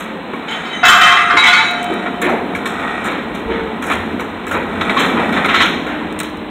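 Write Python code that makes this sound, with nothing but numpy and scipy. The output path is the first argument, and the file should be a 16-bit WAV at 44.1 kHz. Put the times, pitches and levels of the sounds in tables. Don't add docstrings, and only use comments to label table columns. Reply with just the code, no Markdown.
import sys
import numpy as np
from scipy import signal
from scipy.fft import rfft, irfft
from scipy.io import wavfile
from scipy.ndimage import uniform_filter1d

SR = 44100
rng = np.random.default_rng(int(sys.argv[2]) if len(sys.argv) > 2 else 0)


def generate_wav(sig):
    pcm = np.round(np.clip(np.atleast_2d(sig).T, -1, 1) * 32767).astype(np.int16)
    wavfile.write(sys.argv[1], SR, pcm)


N = 286650
TIME = np.arange(N) / SR
FREQS = np.maximum(np.fft.rfftfreq(N, 1 / SR), 1)
HALL_T60_S = 0.73


def from_db(db):
    return 10 ** (np.asarray(db) / 20)


def rms_one(x):
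    return x / np.sqrt(np.mean(x ** 2) + 1e-20)


def add(out, start_s, sound):
    start = max(int(start_s * SR), 0)
    out[start:start + len(sound)] += sound[:N - start]


def automation(rows):
    times, *columns = np.transpose(rows)
    return [np.interp(TIME, times, column) for column in columns]


def drift(rate_hz, size=N):
    step = 32
    pole = np.exp(-2 * np.pi * rate_hz * step / SR)
    white = rng.standard_normal(2 * (size // step))
    slow = signal.lfilter([1], [1, -2 * pole, pole * pole], white)[size // step:]
    return np.interp(np.arange(size), np.linspace(0, size, len(slow)), rms_one(slow))


def eq_curve(colour, freqs=FREQS):
    hz, db = np.transpose(colour)
    low_cut = np.minimum(freqs / hz[0], 1) ** 2
    return rms_one(from_db(np.interp(np.log(freqs), np.log(hz), db)) * low_cut)


def noise(colour):
    return irfft(rfft(rng.standard_normal(N)) * eq_curve(colour), N)


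def resonate(x, hz, width_hz):
    radius = np.exp(-np.pi * width_hz / SR)
    zeros = np.array([1, 0, -1]) * (1 - radius ** 2) / 2
    poles = [1, -2 * radius * np.cos(2 * np.pi * hz / SR), radius ** 2]
    return signal.lfilter(zeros, poles, signal.lfilter(zeros, poles, x))


def energy_kept(t60_s):
    return np.exp(-np.log(1e6) / (t60_s * SR))


def decay(times, db, t60_s, size=N):
    blows = np.full(size, 1e-18)
    np.add.at(blows, np.clip(np.asarray(times) * SR, 0, size - 1).astype(int), from_db(db) ** 2)
    return signal.lfilter([1], [1, -energy_kept(t60_s)], blows)


def swell(energy, rise_s):
    keep = np.exp(-1 / (rise_s * SR))
    return signal.lfilter([1 - keep], [1, -keep], energy)


def with_tail(energy, hall_db):
    keep = energy_kept(HALL_T60_S)
    stored = signal.lfilter([1 - keep], [1, -keep], energy)
    return np.sqrt(energy + from_db(hall_db) ** 2 * stored)


def ringing(modes, times, db, waver, waver_hz, rise_s, hall_db, size=3 * SR, spot_db=4):
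    out = np.zeros(N)
    spots = spot_db * (rng.standard_normal((len(times), len(modes))) - .5)
    for (hz, mode_db, t60_s), spot in zip(modes, spots.T):
        energy = swell(decay(times, db + mode_db + spot, t60_s, size), rise_s)
        phase = 2 * np.pi * (hz * TIME[:size] + rng.random())
        blur = max(hz / 4800, 1) ** 2
        depth, rate_hz = blur * waver, blur * waver_hz
        wave = (1 + depth * drift(rate_hz, size)) * np.sin(phase)
        wave += depth * drift(rate_hz, size) * np.cos(phase)
        add(out, 0, with_tail(energy, hall_db) * rms_one(wave))
    return out


def burst(colour, tilt, t60_s, rise_s, spacing_hz, ripple_db, hall_db):
    freqs = np.maximum(np.fft.rfftfreq(SR, 1 / SR), 1)
    peaks = np.clip(rng.standard_normal(len(freqs)), -2, 2)
    ripple = np.interp(freqs / spacing_hz, np.arange(len(peaks)), peaks)
    octaves = np.log2(np.clip(freqs, 400, 6000) / 1700)
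    eq = eq_curve(colour, freqs) * from_db(ripple_db * ripple + tilt * octaves)
    modes = irfft(rfft(rng.standard_normal(SR)) * eq, SR)
    energy = swell(decay([0], [0], t60_s, SR), rise_s)
    return rms_one(modes) * with_tail(energy, hall_db)


# freq_hz, gain_db
RUMBLE_EQ = [(100, -19), (135, -14.5), (165, -2), (220, 3.5), (330, -1), (480, -4.5), (620, -10.5),
             (1000, -7.5), (2000, -41.5)]
DRONE_EQ = [(30, -30), (45, 0.5), (60, 2.5), (75, 1.5), (93, 10), (108, -6), (130, -38.5)]
FAN_EQ = [(400, -4), (780, 3), (1200, 0.5), (2000, -2), (3000, -6.5), (4000, -9), (5500, -48),
          (8000, -19.5), (11000, -43), (15500, -26)]
# time_s, level_db
RUMBLE_RIDE = [(0.0, -29.5), (1.55, -29.5), (2.39, -23), (2.75, -26), (4.18, -25), (4.42, -27.5),
               (5.18, -18), (6.5, -29.5)]
DRONE_RIDE = [(0.0, -46), (0.29, -51.5), (3.58, -40.5), (3.75, -50), (3.95, -32), (4.42, -45),
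              (4.54, -37.5), (6.5, -42.5)]
def machine_bed(rumble_trim_db=1, drone_trim_db=1.5, fan_db=-32):
    rumble = noise(RUMBLE_EQ) * from_db(automation(RUMBLE_RIDE)[0] + rumble_trim_db)
    drone = noise(DRONE_EQ) * from_db(automation(DRONE_RIDE)[0] + drone_trim_db)
    return rumble + drone + noise(FAN_EQ) * from_db(fan_db)


# time_s, pitch_hz, level_db
WHINE_TONE = [(0, 545, -43), (.2, 519, -37), (.42, 481, -42), (.7, 445, -43)]
GROAN_TONE = [(3.42, 450, -40), (3.49, 450.4, -22.5), (3.6, 451, -24), (3.7, 432, -27), (3.78, 444, -42)]
HUM_TONE = [(5.9, 307, -26.5), (6.1, 307, -31), (6.3, 307, -31), (6.5, 307, -32.5)]
def machine_tone(rows, octave_db, waver):
    hz, db = automation(rows)
    phase = 2 * np.pi * np.cumsum(hz * (1 + waver * drift(25.6))) / SR
    gate = uniform_filter1d(1. * (TIME >= rows[0][0]) * (TIME <= rows[-1][0]), size=1500)
    return gate * from_db(db) * np.sqrt(2) * (np.sin(phase) + from_db(octave_db) * np.sin(2 * phase))


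# pitch_hz, gain_db, t60_s
CLINK_MODES = [(1090, -7, 0.12), (1314, -9, 0.18), (1396, -10.5, 0.17), (2276, -9, 0.071),
               (2340, -19, 0.16), (3810, -18, 0.063)]
# freq_hz, gain_db
KNOCK_EQ = [(150, -31), (400, -8), (700, -9.5), (1080, -4), (1350, -1), (1750, 0), (2300, -2.5),
            (2800, -9.5), (3700, -7.5), (5200, -26), (6500, -24), (9000, -36), (15500, -45)]
GRIT_EQ = [(2500, -11), (5000, -9.5), (7000, 4.5), (8500, -0.5), (10000, -4), (12500, -5), (15500, -12)]
# start_s, knock_db, tilt_db_per_octave, t60_s, grit_db
SCUFF_CUES = [(0.0, -29, 2, 0.24, -29.5), (.334, -17, -10, 0.042, -47), (2.059, -18.5, -5, 0.14, -50),
              (2.215, -14.5, -2, 0.45, -23), (2.289, -15.5, -10.5, 0.51, -36),
              (2.549, -20.5, -0.5, .12, -32.5), (2.656, -17.5, 6, 0.096, -23.5),
              (2.795, -25, -5.5, 0.43, -41), (3.043, -17.5, -3.5, 0.63, -26), (3.345, -29.5, 2, .3, -34),
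              (3.5, -20, -3.5, 0.51, -54), (3.823, -21.5, -3, 0.18, -29), (3.864, -18.5, -5.5, 0.56, -28),
              (3.899, -12, -4, 0.16, -29), (3.912, -14, -0.5, 0.18, -27), (4.194, -18.5, -4, 0.14, -33),
              (4.467, -22, -4, 0.13, -29.5), (4.511, -14, -5, 0.12, -28), (4.536, -14, -5.5, 0.33, -48),
              (4.81, -12.5, 4, 0.064, -34), (4.894, -11.5, -3, .12, -32), (4.966, -11.5, 1.5, 0.42, -36),
              (4.993, -17.5, -6.5, 0.59, -22), (5.045, -17, -4, 0.087, -25), (5.168, -15, -6.5, 0.35, -56),
              (5.323, -21.5, 6, 0.31, -35), (5.364, -12, -3, 0.21, -37), (5.445, -13, 0.5, 0.17, -30),
              (5.484, -11, 1.5, 0.28, -47), (5.541, -8, 4.5, 0.3, -29), (5.603, -6.5, 2.5, .24, -35),
              (5.619, -11, 11, 0.13, -38), (5.655, -13, 4, .08, -31), (5.865, -21, -2.5, 0.59, -36.5),
              (6.203, -20.5, 5, 0.09, -37), (6.241, -26, 8, 0.15, -37)]
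def scuffs(knock_trim_db=-0.57, grit_trim_db=0.6):
    times, knocks_db = np.transpose(SCUFF_CUES)[:2]
    out = ringing(CLINK_MODES, times, knocks_db, 0.75, waver_hz=44, rise_s=0.0022, hall_db=-14, size=N)
    for start_s, knock_db, tilt, t60_s, grit_db in SCUFF_CUES:
        rise_s = .0006 + .07 * t60_s ** 2
        knock = burst(KNOCK_EQ, tilt, t60_s, rise_s, spacing_hz=108.2, ripple_db=3, hall_db=-4.5)
        grit = burst(GRIT_EQ, 0, 0.24, rise_s=0.00039, spacing_hz=263.5, ripple_db=4.5, hall_db=-9.5)
        grains_db = 4 * drift(260, SR)
        add(out, start_s, from_db(knock_db + knock_trim_db) * knock)
        add(out, start_s, from_db(grit_db + grains_db + grit_trim_db) * grit)
    return out


def thuds(send_db=-16.5, db_per_tilt=0.67):
    times, knock_db, tilts = np.transpose(SCUFF_CUES)[:3]
    energy = decay(times, knock_db + send_db - db_per_tilt * tilts, t60_s=0.76)
    return noise(RUMBLE_EQ) * np.sqrt(swell(energy, rise_s=0.016))


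def handling(start_s, length_s, level_db, rise_db_per_s=31, fall_db_per_s=56):
    early, late = np.maximum(start_s - TIME, 0), np.maximum(TIME - start_s - length_s, 0)
    return from_db(level_db - rise_db_per_s * early - fall_db_per_s * late)


# centre_hz, base_width_hz, gain_db
CLATTER_BANDS = [(758, 234, 2.5), (1314, 430, 2), (1894, 93, 3.5), (2246, 290, -2), (3280, 440, -11),
                 (3480, 210, -12), (7530, 2900, -21.5)]
# start_s, length_s, level_db
CLATTER_CUES = [(0.0, 0.027, -26.5), (0.544, 0.38, -27), (1.793, 0.26, -24.5), (2.825, 0.22, -21.5),
                (4.94, 0.67, -20)]
def clatter(contacts_per_s=450, spread_db=2.5, widen=1.14, hall_db=1, trim_db=-1):
    sizes = from_db(spread_db * np.minimum(rng.exponential(1, N), 4)) * rng.choice([-1, 1], N)
    contacts = sizes * (rng.random(N) < contacts_per_s / SR)
    echoes = rng.standard_normal(SR) * energy_kept(HALL_T60_S) ** (np.arange(SR) / 2)
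    wash = rms_one(contacts) + from_db(hall_db) * rms_one(signal.fftconvolve(contacts, echoes)[:N])
    body = sum(from_db(db) * resonate(wash, hz, widen * width) for hz, width, db in CLATTER_BANDS)
    lull = handling(start_s=1.55, length_s=4.58, level_db=-31.5)
    activity = np.max([handling(*bout) for bout in CLATTER_CUES] + [lull], axis=0)
    return rms_one(body) * activity * from_db(trim_db)


# pitch_hz, gain_db, t60_s
RACK_MODES = [(707.5, -13, 2.15), (753, -11.5, 0.41), (1082, -15, 0.37), (1083, -9, 0.74),
              (1183, -5.5, 0.91), (1256, -8, 1.04), (1364, -12.5, 0.93), (1414, -4, 0.26), (1322, -8, 0.89),
              (1610, -10.5, 0.8), (1650, -13, 0.96), (1519, -9.5, 0.49), (1770, -19, 0.77),
              (1900, -16, 1.1), (2073, -23, 1.1), (2410, -14.5, 0.9), (2633, -13, 0.99), (3100, -32, .6),
              (3180, -12, 0.37), (3250, -19, 0.77), (3550, -26, 0.48), (5120, -19, .4), (5230, -22, 0.54)]
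THICK_MODES = [(705, -28, 8.5), (713, -26.5, 8.5), (881, -5.5, 0.49), (1048, -5.5, 0.34),
               (1286, -11.5, 0.39), (1420, -5, 0.6), (1460, -7, 0.33), (1600, -13, 0.88), (1776, -11, 0.59),
               (1738, -31, .5), (2088, -4.5, 0.53), (2113, -8.5, 0.41), (2210, -7.5, 0.64),
               (2280, -8, 0.85), (2576, -18.5, 0.87), (2525, -12.5, 0.4), (3420, -27, .5),
               (3660, -21, 0.66), (3863, -10, 0.97), (3983, -11.5, 0.64), (4260, -17, 0.71),
               (4380, 1, 0.39), (4840, -8, 0.25), (5460, -22, 0.46), (5730, -27, 1.04), (6260, -22, 0.73),
               (6700, -38, 0.42), (6730, -24, 1.1), (7240, -20, 1.04), (8800, -25.5, 0.96), (9200, -46, .6)]
THIN_MODES = [(1650, -8, 1), (2046, -6, 1.2), (3050, -2.5, 0.92), (3086, 4.5, 0.3), (3824, -6.5, 0.72),
              (6200, -12, 0.6), (6670, -7.5, 0.6), (7130, -12, 0.35), (8650, -17.5, 1.17)]
# freq_hz, gain_db
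CLASH_EQ = [(100, -47), (550, -37), (720, -7.5), (950, -11), (1400, 0), (2000, -0.5), (2700, -9.5),
            (3500, -5.5), (4800, -28), (6000, -30), (8000, -23), (15000, -48)]
CRACK_EQ = [(2600, -12), (3300, 5), (4000, -11), (4800, 9.5), (5700, -8), (7500, -4.5), (9500, -23),
            (15000, -18)]
# start_s, rack_db, thick_db, thin_db, clash_db, tilt_db_per_octave
LANDING_CUES = [(.481, -44, -30, -36, -24, 1.5), (.509, -36, -33, -35, -26, 5),
                (.65, -34, -31, -38, -35, 7), (0.727, -50, -42, -27.5, -44, 3),
                (.83, -5.5, -24, -40, -5, -11), (.851, -18, -18, -19.5, -12, 7),
                (.882, -4.5, -28, -30, -11, 8), (.929, -8.5, -35, -29, -11.5, -6),
                (1.011, -9.5, -18, -16, -9, 4.5), (1.059, -9.5, -19.5, -40, -11, -4),
                (1.115, -13, -34, -58, -15, 0), (1.168, -16, -35, -48, -8.5, -3.5),
                (1.299, -13, -28, -35, -10.5, -3.5), (1.366, -27, -8.5, -34, -13, 1.5),
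                (1.435, -23, -15.5, -19, -7.5, 0), (1.468, -33, -10.5, -32, -11, 3.5),
                (1.528, -44, -8.5, -41, -13.5, -2.5), (1.586, -45, -14, -48, -19, -7)]
def bar_crash(clash_trim_db=-1.5, crack_trim_db=-8.5):
    times, rack_db, thick_db, thin_db, clash_db, tilts = np.transpose(LANDING_CUES)
    out = ringing(RACK_MODES, times, rack_db, waver=0.69, waver_hz=13.4, rise_s=0.0062, hall_db=-17)
    out += ringing(THICK_MODES, times, thick_db, waver=0.8, waver_hz=11.5, rise_s=0.0083, hall_db=-30)
    out += ringing(THIN_MODES, times, thin_db, waver=0.74, waver_hz=21.9, rise_s=0.0027, hall_db=-1)
    for start_s, db, tilt in zip(times, clash_db, tilts):
        clash = burst(CLASH_EQ, tilt, 0.52, rise_s=0.00066, spacing_hz=40, ripple_db=7, hall_db=-6)
        crack = burst(CRACK_EQ, 0, 0.24, rise_s=0.0013, spacing_hz=131.7, ripple_db=12, hall_db=-2.5)
        add(out, start_s, from_db(db + clash_trim_db) * clash)
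        add(out, start_s, from_db(db + 1.97 * tilt + crack_trim_db) * crack)
    return out


# start_s, level_db, centre_hz, t60_s
BUMP_CUES = [(1.34, -18.5, 318, 0.33), (1.9, -17, 303, 0.68), (2.231, -16.5, 332, 0.67),
             (2.27, -17, 696, 0.69), (2.47, -23.5, 252, 0.54), (3.059, -24, 270, 1), (3.46, -31, 59, 0.61),
             (3.492, -17, 364, 0.37), (3.6, -32, 59.3, 0.7), (4.131, -22, 260, 0.77)]
def bumps():
    out = np.zeros(N)
    for start_s, db, hz, t60_s in BUMP_CUES:
        boom = resonate(rng.standard_normal(N), hz, width_hz=0.52 * hz)
        out += rms_one(boom) * np.sqrt(decay([start_s], [db], t60_s))
    return out


# freq_hz, gain_db
SNAP_EQ = [(1500, -3), (3000, -5), (6500, -5), (8800, 7), (11000, -10), (14000, -5), (16000, -7)]
# start_s, level_db
SNAP_CUES = [(1.71, -19), (1.829, -18), (1.842, -19), (1.939, -21.5), (2.55, -35), (3.823, -23),
             (3.952, -24), (5.459, -18), (5.621, -17), (6.125, -27), (6.19, -13.5), (6.201, -6.5),
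             (6.212, -19), (6.232, -14), (6.299, -33), (6.371, -31)]
def grit_snaps():
    times, db = np.transpose(SNAP_CUES)
    return noise(SNAP_EQ) * with_tail(decay(times, db, t60_s=0.023), hall_db=-19)


# pitch_hz, gain_db, t60_s
PILE_MODES = [(707, 1, 0.65), (3070, -12, 0.97), (3859, -25, .5)]
# start_s, level_db
NUDGE_CUES = [(1.76, -21), (2.09, -27.5), (2.45, -35)]
def pile_settling():
    times, db = np.transpose(NUDGE_CUES)
    return ringing(PILE_MODES, times, db, waver=0.28, waver_hz=8, rise_s=0.036, hall_db=-15, spot_db=1.5)


def scene():
    machines = machine_bed() + machine_tone(WHINE_TONE, octave_db=-7, waver=0.0071)
    machines += machine_tone(GROAN_TONE, octave_db=-10.5, waver=0.0151)
    machines += machine_tone(HUM_TONE, octave_db=-11, waver=0.0028)
    impacts = scuffs() + thuds() + clatter() + bar_crash() + bumps() + grit_snaps() + pile_settling()
    return (machines + impacts)[None]


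def record(dry, band_hz=4130, treble_hz=5300, treble_db=-10, notch_db=-35, hardness=3.2, top_hz=15650):
    main = signal.sosfilt(signal.cheby1(12, .3, band_hz, fs=SR, output="sos"), dry)
    treble = signal.sosfilt(signal.cheby1(8, .3, treble_hz, "high", fs=SR, output="sos"), dry)
    heard = main + from_db(treble_db) * treble + from_db(notch_db) * dry
    flattened = heard / (1 + np.abs(heard) ** hardness) ** (1 / hardness)
    return signal.sosfilt(signal.ellip(12, .1, 70, top_hz, fs=SR, output="sos"), flattened)


dry = scene()
out = record(dry)
generate_wav(out)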